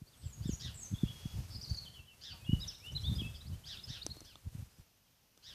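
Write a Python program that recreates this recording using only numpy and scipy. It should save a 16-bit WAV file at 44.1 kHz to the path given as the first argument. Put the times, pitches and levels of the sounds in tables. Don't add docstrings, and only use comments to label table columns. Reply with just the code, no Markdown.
import sys
import numpy as np
from scipy import signal
from scipy.fft import rfft, irfft
from scipy.io import wavfile

SR = 44100
rng = np.random.default_rng(int(sys.argv[2]) if len(sys.argv) > 2 else 0)


def int16_out(signal):
    q = np.round(np.clip(np.atleast_2d(signal).T, -1, 1) * 32767)
    wavfile.write(sys.argv[1], SR, q.astype(np.int16))


N = 244440
TIME = np.arange(N) / SR


def gain_of(db):
    return 10 ** (np.asarray(db) / 20)


def unit_rms(x):
    return x / np.sqrt(np.mean(x ** 2) + 1e-20)


def follow(rows):
    return np.interp(TIME, *np.transpose(rows))


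def add(mix, s, sound):
    part = mix[max(round(s * SR), 0):][:len(sound)]
    part += sound[:len(part)]


def noise(spectrum):
    hz, db = np.transpose(spectrum)
    shape_db = np.interp(np.log(np.fft.rfftfreq(N, 1 / SR) + 1), np.log(hz), db)
    return unit_rms(irfft(rfft(rng.standard_normal(N)) * gain_of(shape_db), N))


def wander(rate_hz, size=N):
    hz = np.fft.rfftfreq(size, 1 / SR)
    return unit_rms(irfft(rfft(rng.standard_normal(size)) * np.exp(-(hz / rate_hz) ** 2), size))


# t/s, relative level/dB
BREEZE = [(0, -76), (.5, -67.5), (1.8, -67), (2.1, -74), (2.45, -69), (2.6, -64.5), (2.79, -70.5),
          (3.2, -63), (3.41, -69.5), (4.08, -68.5), (4.42, -74), (4.61, -68), (4.7, -76), (4.8, -74.5),
          (4.95, -83), (5.32, -84), (5.54, -71)]
# crest t/s, length/s, relative level/dB
GUSTS = [(0.244, 0.11, -47.5), (0.442, 0.26, -44), (.535, 0.031, -38.5), (0.67, 0.13, -46.5),
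         (0.847, 0.043, -53), (1.103, 0.17, -46), (1.385, .2, -39), (1.57, 0.083, -39.5),
         (1.717, 0.14, -43.5), (2.002, 0.037, -50), (2.327, 0.097, -51.5), (2.561, 0.19, -37.5),
         (2.93, 0.086, -43), (3.122, 0.56, -41.5), (3.511, 0.19, -42), (3.887, 0.042, -41),
         (4.105, 0.066, -44), (4.466, .06, -46), (4.596, 0.041, -46.5), (4.797, 0.043, -47.5)]
# f/Hz, relative level/dB
RUMBLE_SPECTRUM = [(20, -18), (40, -7), (75, 2.5), (130, -2.5), (200, -14), (300, -26), (450, -35),
                   (900, -41.5), (2000, -54)]
HISS_SPECTRUM = [(30, 28.5), (200, 12.5), (500, 10), (1000, 7.5), (2000, 5), (4000, 5), (8000, 4),
                 (14500, 0.5)]
STILL_AIR_SPECTRUM = [(25, -23), (85, 2.5), (200, 0), (330, -12.5), (600, -10.5), (1300, -18.5),
                      (4600, -41.5), (14000, -13)]


def wind(usual_db=-68.5, lull_db=-55.5, rumble_growth=2.05, lumpy_db=3, flicker_db=1.14):
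    breeze_db = follow(BREEZE)
    swell = gain_of(lull_db + rumble_growth * (breeze_db - usual_db))
    for s, length, db in GUSTS:
        add(swell, s - length / 2, gain_of(db) * signal.windows.hann(int(length * SR)))
    rumble = swell * unit_rms(noise(RUMBLE_SPECTRUM) * gain_of(lumpy_db * wander(38)))
    hiss = noise(HISS_SPECTRUM) * gain_of(breeze_db + flicker_db * wander(32))
    return gain_of(-1) * rumble + gain_of(8.5) * hiss + gain_of(-73) * noise(STILL_AIR_SPECTRUM)


# t/s, peak level/dB, centre f/Hz
EDDIES = [(.012, -40.5, 127), (.459, -29.5, 133), (.494, -25, 176), (0.917, -36, 109), (0.928, -32.5, 125),
          (0.938, -26.5, 111), (1.036, -19.5, 148), (1.258, -30, 124), (1.714, -29.5, 86),
          (2.495, -24, 129), (2.533, -18, 126), (3.098, -25.5, 87), (3.116, -29.5, 118), (3.126, -32, 118),
          (3.22, -32.5, 175), (3.905, -37, 112), (4.469, -36, 92), (4.553, -36.5, 111), (4.626, -40, 94)]


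def buffets(rebound=0.94):
    out, t = np.zeros(N), np.arange(-SR // 50, SR // 50) / SR
    for s, db, hz in EDDIES:
        angle = 2 * np.pi * hz * t
        push_pull = -angle * np.exp((1 - angle ** 2) / 2)
        swing = rebound * np.exp(-(angle - 4) ** 2 / 4)
        add(out, s + t[0], gain_of(db) * (push_pull + swing))
    return out


def whistle(hz, db, waver, flutter_db, soft):
    size = len(hz)
    flutter = flutter_db * wander(120, SR // 2)[:size]
    swell = signal.windows.tukey(size, soft) * gain_of(db + flutter)
    pitch = hz * (1 + waver * wander(490, SR // 2)[:size])
    return swell * np.sin(2 * np.pi * np.cumsum(pitch) / SR)


NOTE_BENDS = {"hold": (0.97, 1.008), "rise": (.89, 1.184), "fall": (1.13, 0.91), "arch": (.92, .92),
              "hook": (.94, .84), "lift": (.9, 1.02), "droop": (1.01, 0.83), "scoop": (1.02, 1.08),
              "dip": (1.1, 1.14), "sag": (1.08, 1.01)}


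def bent_notes(notes, waver, flutter_db, soft, spill):
    out = np.zeros(N)
    for s, length, hz, db, shape in notes:
        first, last = NOTE_BENDS[shape]
        parabola = np.polyfit([0, .5, 1], [first, 1, last], 2)
        progress = np.linspace(-spill, 1 + spill, int((1 + 2 * spill) * length * SR))
        pitch = hz * np.polyval(parabola, progress)
        add(out, s - spill * length, whistle(pitch, db, waver, flutter_db, soft))
    return out


# t/s, length/s, middle f/Hz, relative level/dB, shape
THIN_NOTES = [(.068, 0.023, 4640, -62.5, "lift"), (.326, .028, 6620, -55, "sag"),
              (.532, 0.02, 6870, -45.5, "arch"), (.941, 0.025, 3306, -52, "dip"),
              (1.06, 0.059, 2960, -59, "lift"), (1.12, .23, 3330, -61.5, "hold"),
              (1.508, 0.039, 3680, -66, "rise"), (1.546, .012, 4500, -46.5, "fall"),
              (1.556, 0.014, 5020, -43.5, "lift"), (1.613, .009, 4980, -44, "rise"),
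              (1.626, 0.011, 5470, -46.5, "fall"), (1.633, 0.019, 4890, -43, "droop"),
              (1.673, 0.013, 4640, -47, "droop"), (1.696, 0.0089, 5970, -51, "fall"),
              (1.697, 0.021, 4625, -41.5, "arch"), (1.746, 0.0061, 4740, -38.5, "droop"),
              (1.763, .022, 6100, -54, "fall"), (1.771, 0.021, 4466, -40.5, "arch")]
# t/s, length/s, start f/Hz, end f/Hz, relative level/dB, number of steps
SLURS = [(0.169, 0.14, 8420, 7350, -64.5, 2.9), (0.474, 0.071, 7580, 5650, -50, 2.2),
         (0.742, 0.074, 7700, 7070, -56.5, 2.1), (0.747, 0.091, 8170, 7580, -52, 1.8),
         (0.809, .058, 6800, 6030, -50, 2.2), (0.97, .17, 3580, 3200, -55, 1.4),
         (1.829, .058, 4250, 2746, -53, 1.3), (1.939, 0.067, 3285, 2647, -57.5, 2.2),
         (2.053, 0.076, 3285, 2650, -64, 2.2)]


def thin_song(linger=1.46, swell_db=3, break_db=6):
    slurs = np.zeros(N)
    for s, length, start_hz, end_hz, db, steps in SLURS:
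        progress = np.linspace(0, 1, int(length * SR))
        turn = 2 * np.pi * steps * progress
        hz = start_hz + (end_hz - start_hz) * (turn - linger * np.sin(turn)) / turn[-1]
        effort_db = db + swell_db * (progress - .5) + break_db * np.cos(turn) / 2
        add(slurs, s, whistle(hz, effort_db, waver=0.017, flutter_db=3, soft=0.1))
    return slurs + bent_notes(THIN_NOTES, waver=0.012, flutter_db=1.5, soft=0.51, spill=.12)


# t/s, length/s, middle f/Hz, relative level/dB, shape
WARBLE_NOTES = [(.128, .034, 3410, -67.5, "fall"), (2.315, .024, 4590, -48.5, "scoop"),
                (2.4, 0.064, 2520, -62, "scoop"), (2.446, 0.021, 3380, -54.5, "arch"),
                (2.463, 0.041, 2876, -49, "hold"), (2.492, .073, 2945, -45.5, "hold"),
                (2.598, 0.034, 5060, -48.5, "lift"), (2.608, 0.043, 3895, -45, "hook"),
                (2.676, .027, 5500, -41, "fall"), (2.745, .014, 3800, -55.5, "rise"),
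                (2.791, 0.067, 2445, -65, "rise"), (2.84, 0.073, 2940, -46.5, "lift"),
                (2.855, 0.031, 3540, -58.5, "scoop"), (2.91, 0.033, 5800, -60.5, "rise"),
                (2.951, 0.033, 4080, -37, "hook"), (3.003, .039, 5440, -60.5, "rise"),
                (3.037, 0.062, 3620, -41.5, "lift"), (3.046, .02, 4570, -51.5, "hold"),
                (3.081, 0.079, 3600, -50, "hold"), (3.152, 0.024, 4930, -46, "scoop"),
                (3.183, 0.037, 3350, -41.5, "hook"), (3.216, 0.075, 2634, -50.5, "hold"),
                (3.343, 0.028, 3300, -54, "fall"), (3.404, 0.026, 3880, -53, "lift"),
                (3.459, 0.031, 4630, -59.5, "rise"), (3.525, 0.032, 3000, -59.5, "scoop"),
                (3.638, 0.019, 3300, -54, "rise"), (3.706, 0.035, 4430, -50, "rise"),
                (3.772, 0.0042, 3540, -44, "scoop"), (3.785, 0.019, 3640, -50.5, "rise"),
                (3.833, 0.024, 5070, -49, "scoop"), (3.907, 0.023, 3950, -54, "lift"),
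                (4.016, 0.019, 4060, -40.5, "rise"), (4.101, 0.025, 4216, -43.5, "lift"),
                (4.668, 0.13, 5060, -80, "hold"), (5.03, 0.072, 3250, -82, "droop")]


def warble():
    return bent_notes(WARBLE_NOTES, waver=0.01, flutter_db=1.96, soft=0.87, spill=.2)


# t/s, length/s, top f/Hz, relative level/dB, roughness 0-1
CHIRPS = [(0.203, 0.096, 1736, -69, 0.6), (0.415, .118, 1878, -62, 0.38), (0.592, 0.12, 2027, -52.5, 0.7),
          (2.205, 0.14, 1914, -54.5, 0.68), (2.66, 0.081, 1823, -61, 0.3), (3.65, 0.12, 1930, -53, 0.63),
          (3.866, .132, 1973, -53, 0.87), (4.229, 0.12, 1755, -65.5, 0.38), (5.42, 0.15, 1905, -58.5, 0.66)]
# share of its length, share of the top pitch, effort/dB, beak resonance f/Hz
CHIRP_ARCH = [(0, .75, -6.5, 4600), (0.171, .83, 3.5, 5400), (0.37, 1, 4, 4080), (0.531, .93, 3.5, 3970),
              (.8, .76, 1, 3300), (1, 0.6, -14, 2520)]
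# harmonic number, relative level/dB
CHIRP_HARMONICS = [(1, -1), (2, 3.5), (3, 2), (4, -5.5)]


def chirps(jitter=0.0426, rasp=0.78, beak_width_hz=1500, buzz=0.097, buzz_hz=210, settle=0.39):
    out, shake, grit = np.zeros(N), wander(700), wander(780)
    tremble = np.sin(2 * np.pi * np.cumsum(buzz_hz * (1 + 0.1476 * wander(61.3))) / SR)
    share, *course = np.transpose(CHIRP_ARCH)
    for s, length, top_hz, db, roughness in CHIRPS:
        progress = np.linspace(0, 1, int(length * SR))
        here = (int(s * SR) + np.arange(len(progress))) % N
        pitch, effort_db, beak_hz = (np.interp(progress, share, column) for column in course)
        hz = top_hz * pitch
        rough = roughness * (1 - settle * progress)
        wobble = rough * (jitter * shake[here] + buzz * tremble[here])
        phase = 2 * np.pi * np.cumsum(hz * (1 + wobble)) / SR
        voice = np.zeros(len(progress))
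        for k, harmonic_db in CHIRP_HARMONICS:
            beak = 1 / (1 + ((k * hz - beak_hz) / beak_width_hz) ** 2)
            voice += gain_of(harmonic_db) * beak * np.sin(k * phase)
        voice *= 1 + rasp * rough * grit[here]
        swell = gain_of(effort_db) * signal.windows.tukey(len(voice), .15)
        add(out, s, gain_of(db) * unit_rms(voice * swell))
    return out


# t/s, level/dB
SIZZLE_LEVEL = [(.9, -79), (1.08, -63.5), (1.3, -61), (1.44, -61.5), (1.55, -75)]
# f/Hz, relative level/dB
SIZZLE_SPECTRUM = [(2000, -16), (2800, -9.5), (3800, -14), (4700, -10.5), (6400, -11), (7500, -22.5)]


def sizzle(flicker_db=0.5):
    return noise(SIZZLE_SPECTRUM) * gain_of(follow(SIZZLE_LEVEL) - flicker_db * wander(60))


# t/s, length/s, centre f/Hz, swing/Hz, relative level/dB
BUZZES = [(1.495, 0.061, 4910, 480, -55.5), (2.323, .04, 930, 300, -63.5), (3.343, 0.039, 4900, 340, -59),
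          (4.245, 0.013, 5150, 970, -57.5)]


def buzzes(sweep_hz=190):
    out = np.zeros(N)
    sweep = np.sin(2 * np.pi * np.cumsum(sweep_hz * (1 + .12 * wander(83.3))) / SR)
    for s, length, hz, swing_hz, db in BUZZES:
        pitch = hz + swing_hz * sweep[int(s * SR):][:int(length * SR)]
        tone = np.sin(2 * np.pi * np.cumsum(pitch) / SR)
        add(out, s, gain_of(db) * signal.windows.tukey(len(tone), .5) * tone)
    return out


def ring(modes, attack_s=0.00014):
    t = np.arange(SR // 20) / SR
    sound = sum(gain_of(db - 60 * t / t60) * np.sin(2 * np.pi * (hz * t + rng.random()))
                for hz, db, t60 in modes)
    sound *= 1 - np.exp(-t / attack_s)
    return sound / abs(sound).max()


# t/s, snap level/dB, knock level/dB, knock tilt/(dB per octave)
CLICKS = [(4.065, -22, -33.5, -2.5), (4.168, -49, -45.5, -3.5), (4.206, -40.5, -51, 0.5),
          (4.216, -67, -46.5, -4.5), (4.3561, -49, -40.5, 5.5), (5.376, -48, -54.5, 3)]
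# f/Hz, relative level/dB, t60/s
SNAP_MODES = [(4000, -3, 0.0031), (5060, -6, 0.011), (6070, 3, 0.0074), (7850, 2.5, 0.0035),
              (10100, 1.5, 0.0019)]
KNOCK_MODES = [(300, 5.5, 0.028), (616, 11.5, 0.006), (1260, -2, 0.022), (3520, 0.5, 0.01)]


def clicks():
    out, lowest_hz = np.zeros(N), KNOCK_MODES[0][0]
    for s, snap_db, knock_db, tilt in CLICKS:
        knock = [(hz, db + tilt * np.log2(hz / lowest_hz), t60) for hz, db, t60 in KNOCK_MODES]
        add(out, s, gain_of(snap_db) * ring(SNAP_MODES) + gain_of(knock_db) * ring(knock))
    return out


def scatter(song, wet_db, t60, onset_s, echoes_per_s=1500):
    t = np.arange(SR // 2) / SR
    taps = rng.choice([-1., 1.], len(t)) * (rng.random(len(t)) < echoes_per_s / SR)
    build_up = 1 - np.exp(-(t / onset_s) ** 2)
    tail = taps * build_up * gain_of(-60 * t / t60)
    return song + gain_of(wet_db) * signal.fftconvolve(song, tail / np.linalg.norm(tail))[:N]


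def scene():
    thin = scatter(thin_song(), wet_db=-3.5, t60=0.46, onset_s=0.0035)
    full = scatter(warble(), wet_db=-7, t60=0.55, onset_s=0.0013)
    harsh = scatter(chirps() + buzzes(), wet_db=-2, t60=0.32, onset_s=0.0036)
    birds = gain_of(-0.43) * thin + gain_of(1.27) * full + gain_of(0.9) * harsh
    return (birds + wind() + buffets() + clicks() + sizzle())[None]


def record(dry, low_cut_hz=38, high_cut_hz=14700):
    low_cut = signal.butter(3, low_cut_hz, "highpass", fs=SR, output="sos")
    high_cut = signal.firwin(511, high_cut_hz, window=("kaiser", 9), fs=SR)
    return signal.oaconvolve(signal.sosfilt(low_cut, dry), high_cut[None], "same")


dry = scene()
out = record(dry)
int16_out(out)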